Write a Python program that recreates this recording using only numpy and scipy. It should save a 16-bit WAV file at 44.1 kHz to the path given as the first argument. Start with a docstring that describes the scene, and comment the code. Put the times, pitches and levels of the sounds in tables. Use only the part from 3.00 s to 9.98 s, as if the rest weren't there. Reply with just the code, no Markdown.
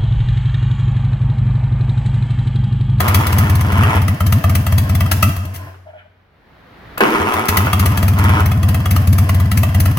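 """A loping engine stalls and restarts

An old four-cylinder engine runs on a stand in a workshop, heard close to its open exhaust stub.
One cylinder hardly fires, so it lopes in threes: each firing releases a crack of gas and excites
a cavity resonance, a boom of rising pitch. The engine dies and creaks to rest by stick-slip
friction; the starter slams in and its teeth grind until the engine catches again."""
import sys
import numpy as np
from scipy import signal
from scipy.fft import rfft, irfft, next_fast_len
from scipy.io import wavfile

SR = 44100
rng = np.random.default_rng(int(sys.argv[2]) if len(sys.argv) > 2 else 0)


def store_wav(level_fs):
    """Save 16-bit WAV to argv[1]."""
    pcm = np.round(np.clip(np.atleast_2d(level_fs), -1, 1) * 32767)
    wavfile.write(sys.argv[1], SR, pcm.T.astype(np.int16))


N = 307818
T = np.arange(N) / SR
IDLE_STROKES_PER_S = 18

# crank speed until the stall, and from the restart on: (time [s], exhaust strokes [1/s])
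SPEED_TO_STALL = [(.004, 10.47), (.09, 15.59), (.43, 17.79), (.81, 17.86), (.97, 15.56), (1.18, 16.27),
                  (1.47, 17.82), (1.76, 17.34), (2.16, 18.59), (2.49, 8.91), (2.68, 9.6), (2.85, 0)]
SPEED_FROM_RESTART = [(4.197, 8), (4.43, 5.06), (4.49, 12.44), (4.63, 9.92), (4.65, 13.71), (4.91, 17.18),
                      (5.02, 18.77), (5.26, 19.06), (5.42, 17.5), (5.81, 17.56), (5.89, 19.24),
                      (6.04, 17.85), (6.34, 18.76), (6.51, 16.74), (6.84, 18.3), (6.99, 16.61)]
# cylinders in firing order, the last weak: (boom [dB], boom decay [s], crack [dB], knock [dB])
CYLINDERS = [(1.5, 0.15, -2.5, 7.5), (2.3, 0.15, -2.5, 2.5), (0.5, 0.75, -0.5, 8), (-3.5, 0.1, -16, -2)]
# how hard the charges burn: (time [s], boom [dB], crack and knock [dB])
COMBUSTION = [(0, -21.5, -13), (.15, -17, -12.5), (.5, -15.5, -19), (.95, -18.5, -28), (1.15, -17, -18.5),
              (1.98, -17, -20.5), (2.12, -17.5, -8.5), (2.23, -17, -8), (2.36, -27, -28),
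              (2.68, -44.5, -43), (4.2, -24.5, -34), (4.35, -35, -22), (4.48, -21.5, -10.5),
              (4.88, -16, -15), (5.35, -16.5, -24), (5.6, -17.5, -19.5), (6.5, -16.5, -20.5),
              (6.98, -16, -17.5)]
# charges that fail to burn: (time [s], change of boom [dB])
MISFIRES = [(.44, -0.5), (.67, 1), (1.14, -11.5), (1.38, -6), (1.61, 1), (1.84, 2), (2.17, -7), (5.57, 3.5)]
# strokes that knock hard: (time [s], level [dB])
HARD_KNOCKS = [(.08, -8.5), (.83, -3), (2.23, 1), (4.57, -2.5), (4.86, -5.5), (5.52, -9), (6.63, -5.5)]
# a last compression escapes unburnt: (time [s], duration [s], level [dB])
WHEEZES = [(2.535, 0.024, -33)]
# the starter is held in: (time [s], duration [s], level [dB])
CRANKINGS = [(0, 0.54, -22.5), (4.008, 0.87, -19)]
# the freed pinion rasps on the flywheel until thrown out: (time [s], duration [s], level [dB])
RASPS = [(.68, 0.29, -26), (5.16, 0.24, -25)]
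# the crank rocks back, the starter gear hits the flywheel: (time [s], level [dB])
CLACKS = [(2.743, -40), (3.975, -19), (3.996, -26), (4.006, -3), (4.669, -12.5)]
# the lead spits as it touches the starter terminal: (time [s], level [dB])
SPARKS = [(3.979, -15.5), (4.007, -14.5), (4.104, -24), (4.393, -23), (4.456, -19)]
# the crank creaks to rest and scrapes back: (time [s], duration [s], level [dB])
CREAKS = [(2.855, 0.057, -40), (2.925, .04, -42), (3.045, 0.014, -46)]
SCRAPES = [(2.87, 0.12, -56), (2.97, 0.026, -44)]
# workshop background: (time [s], level [dB])
BACKGROUND_LEVEL = [(0, -30.5), (3.1, -57), (3.3, -57), (3.5, -49.5), (3.95, -37.5), (4.1, -43),
                    (6.98, -63)]

# resonances of the parts: (frequency [Hz], bandwidth [Hz], level [dB])
CASTING_MODES = [(682.4, 83.5, -6), (938, 190, -0.5), (1224, 103.6, 2), (1350, 150, -5), (1870, 164, -2),
                 (2064, 93, -7.5), (2680, 140, -3.5), (3195, 102, -7), (4320, 310, -20)]  # exhaust casting
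HOUSING_MODES = [(678, 13, -4), (896, 76, 8.5), (1071, 130, 6.5), (1156, 20, 5.5), (1248, 51, 12.5),
                 (1385, 5, 10), (1833, 45, -0.5), (2303, 60, 1.5)]  # flywheel housing
STAND_MODES = [(221, 16, -5.5), (265, 11, -14), (325, 32, -0.5), (413.4, 18.7, 2), (486, 26, -7.5)]
BLOCK_MODES = [(337, 27, -2.5), (657, 87, -0.5), (1058, 70, -2), (1290, 68, -13), (1547, 99, -5.5)]
CREAK_MODES = [(624, 31, -1), (721, 22, -2), (726, 36, -13), (830, 87, -11.5), (1550, 160, -21.5)]
SCRAPE_MODES = [(1290, 68, 13.5), (1500, 260, 13), (2400, 210, 4), (2960, 300, -4)]  # rubbing iron
# spectra of the noises: (frequency [Hz], level [dB])
GAS_SPECTRUM = [(300, 2), (1000, -4.5), (2000, 3), (3800, -4), (6000, -3.5), (8500, -7.5), (11500, 1.5),
                (15500, 0.5)]
GRIND_SPECTRUM = [(80, -22), (300, -9), (520, -14.5), (620, -11), (900, -5), (1350, -8.5), (1600, -11.5),
                  (2400, -14.5), (3300, -20.5), (4200, -35), (5300, -31), (8000, -37), (12000, -33),
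                  (16000, -38.5)]
CLATTER_SPECTRUM = [(160, -80.5), (280, 1), (373, -8), (533, -7.5), (664, -6), (786, -7.5), (1420, -14),
                    (1800, -7), (2030, -13.5), (3260, -18), (3490, -32), (5240, -22.5), (7470, -71.5),
                    (13100, -49.5), (16000, -108.5)]
BACKGROUND_SPECTRUM = [(18, -47), (30, -27.5), (44, 5.5), (106, 4), (229, -1), (267, -3.5), (435, -5),
                       (624, -6.5), (1930, -10), (2630, -17.5), (4180, -23), (7750, -44), (14000, -37)]
# workshop reverberation: (frequency [Hz], time to decay by 60 dB [s])
ROOM_T60 = [(100, 1), (400, 0.57), (2000, 0.74), (6000, 0.82), (15000, 0.47)]


def boom(times, dbs, decays, start_hz=80.8, climb=.26, late_climb=.3):
    """Helmholtz resonance of cylinder and stub: the rising piston shrinks the cavity, raising pitch."""
    out = np.zeros(N)
    gaps = np.diff(times, append=times[-1] + 1 / IDLE_STROKES_PER_S)
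    lengths = np.minimum(gaps, .1)
    chances = rng.standard_normal((len(times), 3))
    for s, db, decay, length, chance in zip(times, dbs, decays, lengths, chances):
        t = T[:int(1.8 * length * SR)]
        travel = t / length
        hz = start_hz * (1 + .015 * chance[0]) * (1 + climb * travel + late_climb * travel ** 4)
        phase = 2 * np.pi * np.cumsum(hz) / SR
        valve = 1 / (1 + np.exp((travel - 1.05) / .05))  # shuts as the stroke ends
        leak = .4 * (1 - valve) * np.minimum((1.8 - travel) / .7, 1) ** 2
        envelope = np.minimum(t / .0058, 1) * np.exp(-t / decay) * (valve + leak)
        # a fainter overtone rings above each boom
        overtone_db = min(-27 + .35 * (db + 17.5), db - 12) + 2 * chance[2]
        overtone = undb(overtone_db) * np.sin(2.15 * phase + 2 * chance[1])
        add(out, s - .0025, envelope * (valve * overtone - undb(db) * np.sin(phase)))
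    return signal.sosfilt(signal.butter(4, 44, "high", fs=SR, output="sos"), out)


def exhaust(times, dbs, decays, boom_db=8, flow_db=-24):
    """Turbulence at the open end adds a low flutter to the cavity resonance."""
    flow = bursts(times, dbs, rise_s=.004, fall_s=.05) * rng.standard_normal(N)
    flutter = colour(flow, [(20, -22), (55, -4), (160, 0), (260, -7), (380, -10), (480, -8),
                            (600, -18), (2000, -70)])
    return undb(boom_db) * boom(times, dbs, decays) + undb(flow_db) * flutter


def gas_cracks(times, dbs, crack_db=3, trail_db=-19):
    """Jet noise: each opening valve releases a crack and a trailing hiss; unburnt gas only wheezes."""
    jet = bursts(times - .001, dbs + crack_db, rise_s=.006, fall_s=.004)
    hiss = bursts(times, dbs + trail_db, rise_s=.0088, fall_s=.039)
    wheeze = swells(WHEEZES, attack_s=.009, release_s=.015)
    return colour((jet + hiss + wheeze) * rng.standard_normal(N), GAS_SPECTRUM)


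def knocks(times, dbs, rise_s=.0059, detune=.033):
    """Pressure steps excite damped modes of the casting and its gas, which vary with the heat."""
    out, t = np.zeros(N), T[:SR // 12]
    hz, width, mode_db = np.transpose(CASTING_MODES)[:, :, None]
    chances = rng.standard_normal((len(times), 3, len(CASTING_MODES), 1))
    for s, db, chance in zip(times, dbs, chances):
        envelopes = undb(mode_db + 2.5 * chance[0]) * np.exp(-np.pi * width * t)
        modes = envelopes * np.sin(2 * np.pi * (hz * (1 + detune * chance[1]) * t + chance[2]))
        add(out, s - .0005, undb(db) * np.minimum(t / rise_s, 1) * modes.sum(axis=0))
    return out


def speed(run):
    """Stroke rate [1/s] during one run of the engine, zero outside it."""
    return np.interp(T, *np.transpose(run), left=0, right=0)


def valve_openings(run, first_cylinder):
    """The integral of the stroke rate gives the time and cylinder of each valve opening."""
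    turned = np.cumsum(speed(run)) / SR
    stroke = np.arange(int(turned[-1]) + 1)
    return T[np.searchsorted(turned, stroke, side="right")], (stroke + first_cylinder) % len(CYLINDERS)


def exhaust_strokes(boom_scatter_db=1.24, crack_scatter_db=2, knock_scatter_db=3.5, puff_db=-38):
    """Cyclic variation: cylinder, combustion and chance set the strength of each stroke."""
    runs = valve_openings(SPEED_TO_STALL, 0), valve_openings(SPEED_FROM_RESTART, 3)
    times, cylinder = map(np.concatenate, zip(*runs))
    boom_db, decay, crack_db, knock_db = np.array(CYLINDERS, float)[cylinder].T
    at, fullness, sharpness = np.transpose(COMBUSTION)
    chance = rng.standard_normal((len(times), 3)).T
    boom_db += np.interp(times, at, fullness) + boom_scatter_db * chance[0]
    crack_db += np.interp(times, at, sharpness) + crack_scatter_db * chance[1]
    knock_db += np.interp(times, at, sharpness) + knock_scatter_db * chance[2]
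    for s, db in MISFIRES:
        nearest = np.argmin(abs(times - s))
        boom_db[nearest] += db
        crack_db[nearest] = knock_db[nearest] = puff_db
    for s, db in HARD_KNOCKS:
        knock_db[np.argmin(abs(times - s))] = db
    return times, boom_db, decay, crack_db, knock_db


def starter(mesh_hz=114, growl_db=-8.5, heave_db=11, heave_s=.44):
    """Gear noise: worn teeth modulate friction at the mesh rate and force housing and stand to ring."""
    mesh_cycles = np.cumsum(mesh_hz * (1 + .0199 * walk(18))) / SR
    teeth = unit(np.exp(np.cos(2 * np.pi * mesh_cycles)) * undb(2 * walk(40)))
    grind = undb(1) * colour(teeth * grains(5000, 4.7), GRIND_SPECTRUM)
    grind += undb(-3) * ring(teeth * grains(1500, .79), HOUSING_MODES)
    growl = ring(grains(3000, .8), STAND_MODES)
    scrape = undb(-8) * ring(teeth * grains(2000, 1.8), SCRAPE_MODES)
    # the grinding eases as the engine picks up, and runs down when let go
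    held = swells(CRANKINGS, attack_s=.0022, release_s=.2, slope_db_per_s=-10)
    rasp = swells(RASPS, attack_s=.01, release_s=.012, slope_db_per_s=26.5)
    # heaving the crank from rest shakes the stand harder
    since_restart = T - CRANKINGS[-1][0]
    heave = (since_restart > 0) * np.exp(-(since_restart / heave_s) ** 2)
    shaking = held * undb(growl_db + heave_db * heave) + rasp * undb(-10)
    return (held + rasp) * grind + rasp * scrape + shaking * growl


def clacks(stand_db=-5):
    """Impacts of iron on iron radiate broadband noise and excite the modes of the stand."""
    blow = bursts(*np.transpose(CLACKS), rise_s=.0006, fall_s=.009) * rng.standard_normal(N)
    iron = colour(blow, [(80, -32), (200, -20.5), (400, 5), (1200, 13.5), (2600, 4), (4500, -14),
                         (8000, -38), (15000, -36)])
    return iron + undb(stand_db) * ring(blow, STAND_MODES)


def sparks():
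    """Short electric arcs heat the air abruptly and radiate a fizz."""
    arcs = bursts(*np.transpose(SPARKS), rise_s=.0016, fall_s=.0024)
    return colour(arcs * grains(10000, 1.1), GAS_SPECTRUM)


def clatter(gain_db=-31.5, rattle_db_per_decade=35, rub_db_per_decade=21):
    """Impact noise of tappets and chain and friction noise of bearings grow as powers of the speed."""
    rattle = undb(2 * walk(35) - 2.5) * colour(grains(4000, 1.2), CLATTER_SPECTRUM)
    rub = undb(1.8 * walk(25) - 5) * ring(grains(3000, .5), BLOCK_MODES)
    rub += undb(-19) * colour(rng.standard_normal(N), GAS_SPECTRUM)  # gas hissing past the pistons
    pace = (speed(SPEED_TO_STALL) + speed(SPEED_FROM_RESTART)) / IDLE_STROKES_PER_S
    turning = np.minimum(pace * 2, 1) ** 2
    rattle *= pace ** (rattle_db_per_decade / 20)
    rub *= pace ** (rub_db_per_decade / 20)
    return undb(gain_db) * turning * (rattle + rub)


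def creak(slip_hz=620):
    """Stick-slip friction: a dry part squeaks at the end of the last turn, then scrapes back."""
    slip_cycles = np.cumsum(slip_hz * (1 + .048 * walk(120))) / SR
    slips = np.diff(np.floor(slip_cycles), prepend=0)
    friction = .084 * unit(slips - slips.mean()) + rng.standard_normal(N)
    squeak = unit(ring(friction, CREAK_MODES)) * swells(CREAKS, attack_s=.014, release_s=.0089)
    rubbing = ring(grains(2200, 4.9), SCRAPE_MODES)
    scrape = unit(colour(rubbing, [(600, -12.5), (1200, -13), (3200, 2), (4500, -22)]))
    return squeak + scrape * swells(SCRAPES, attack_s=.0096, release_s=.022)


def standing_wave(bass, mode_hz=92, decay_s=.21):
    """Forced resonance: the boom keeps one mode of the room going."""
    t = T[:2 * SR]
    mode = np.cos(2 * np.pi * mode_hz * t) * np.exp(-t / decay_s)
    return signal.fftconvolve(bass, mode)[:N] / (SR / 200)


def reverberation(x, build_s=.0074):
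    """Reflections from floor and walls form a diffuse field, alike at both ears only in the bass."""
    t, hz = T[:SR], np.fft.rfftfreq(SR, 1 / SR)
    mid, side = rfft(rng.standard_normal((2, SR)))
    spread = np.minimum(hz / 700, 1)
    field = (mid + spread * side * np.array([[1], [-1]])) / np.sqrt(1 + spread ** 2)
    response = 0
    for band_hz, t60 in ROOM_T60:
        band = over_pitch([(f, f == band_hz) for f, _ in ROOM_T60], hz)
        response += irfft(field * band, SR) * undb(-60 * t / t60)
    early_boost = 1 + 7.7 * np.exp(-t / .0054)
    response *= np.minimum(t / build_s, 1) * early_boost
    return signal.fftconvolve(x[None], unit(response) / np.sqrt(SR), axes=1)[:, :N]


def background():
    """Dull ambient noise, coherent between the ears in the bass; it fades, then swells in the pause."""
    mid, side = (colour(rng.standard_normal(N), BACKGROUND_SPECTRUM) for _ in range(2))
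    side = signal.sosfilt(signal.butter(1, 500, "high", fs=SR, output="sos"), side)
    level_db = np.interp(T, *np.transpose(BACKGROUND_LEVEL)) + .8 * walk(9)
    return undb(level_db) * (mid + .8 * side * np.array([[1], [-1]]))


def undb(db):
    """Decibels to amplitude ratio."""
    return 10 ** (np.asarray(db) / 20)


def unit(x):
    """Normalisation to rms 1."""
    return x / np.sqrt(np.mean(x ** 2))


def over_pitch(rows, hz):
    """Interpolation of (frequency [Hz], value) rows on a logarithmic axis."""
    f, value = np.transpose(rows)
    return np.interp(np.log(hz + 1), np.log(f), value)


def colour(x, spectrum):
    """Filtering by (frequency [Hz], level [dB]) rows; white noise keeps its power."""
    size = next_fast_len(N + 4096)
    gain = unit(undb(over_pitch(spectrum, np.fft.rfftfreq(size, 1 / SR))))
    return irfft(rfft(x, size) * gain, size)[..., :N]


def ring(x, modes):
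    """Convolution with a sum of damped modes; white noise keeps its power."""
    t = T[:SR // 4]
    response = sum((-1) ** k * undb(db) * width * np.exp(-np.pi * width * t) * np.cos(2 * np.pi * hz * t)
                   for k, (hz, width, db) in enumerate(modes))
    return signal.fftconvolve(x, response / np.linalg.norm(response))[:N]


def walk(knots_per_s):
    """Continuous random fluctuation with a spread near 1."""
    knots = rng.standard_normal(4096)
    return np.interp(T * knots_per_s, np.arange(len(knots)), knots)


def grains(per_s, spread_db):
    """Shot noise: tiny impacts of random time and size."""
    impacts = (rng.random(N) < per_s / SR) * rng.standard_normal(N)
    return unit(impacts * undb(spread_db * rng.standard_normal(N)))


def bursts(times, dbs, rise_s, fall_s):
    """Envelope of transients with linear rise and exponential decay."""
    out, t = np.zeros(N), T[:SR // 8]
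    shape = np.minimum(t / rise_s, 1) * np.exp(-np.maximum(t - rise_s, 0) / fall_s)
    for s, db in zip(times, dbs):
        add(out, s - rise_s / 2, undb(db) * shape)
    return out


def swells(rows, attack_s, release_s, slope_db_per_s=0):
    """Envelope of (time [s], duration [s], level [dB]) events: attack, sloping hold, release."""
    out = np.zeros(N)
    for s, length, db in rows:
        t = np.maximum(T - s, 0)
        hold = undb(db + slope_db_per_s * np.minimum(t, length))
        out += hold * np.minimum(t / attack_s, 1) * np.exp(-np.maximum(t - length, 0) / release_s)
    return out


def add(out, s, sound):
    """Superposition of a sound at time s."""
    start = int(np.clip(s * SR, 0, N - 1))
    out[start:start + len(sound)] += sound[:N - start]


def direct(x, left_db, lag_samples):
    """Level and time differences give direction: the left is louder, the right lags."""
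    return np.array([x * undb(left_db / 2), np.pad(x, (lag_samples, 0))[:N] * undb(-left_db / 2)])


def scene():
    """Direct and reverberant fields add: the exhaust is close by, the machinery more diffuse."""
    times, boom_dbs, decays, crack_dbs, knock_dbs = exhaust_strokes()
    bass = exhaust(times, boom_dbs, decays)
    crack = gas_cracks(times, crack_dbs) + sparks()
    knock = undb(2) * knocks(times, knock_dbs)
    machine = starter() + clacks() + clatter() + creak()
    near = direct(bass + undb(-32) * standing_wave(bass), left_db=1.06, lag_samples=0)
    near += direct(crack, left_db=5, lag_samples=21)
    near += direct(knock, left_db=0, lag_samples=3)
    near += undb(-1) * direct(machine, left_db=1, lag_samples=9)
    room = undb(-24) * reverberation(bass)
    room += reverberation(undb(-4) * crack + undb(-3) * (knock + machine))
    return near + room + background()


def record(dry, top_hz=16000):
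    """Soft saturation rounds the highest peaks; a low-pass filter cuts the top."""
    rounded = dry / (1 + dry ** 6) ** (1 / 6)
    return signal.sosfilt(signal.ellip(8, .2, 70, top_hz, fs=SR, output="sos"), rounded)


dry = scene()
out = record(dry)
store_wav(out)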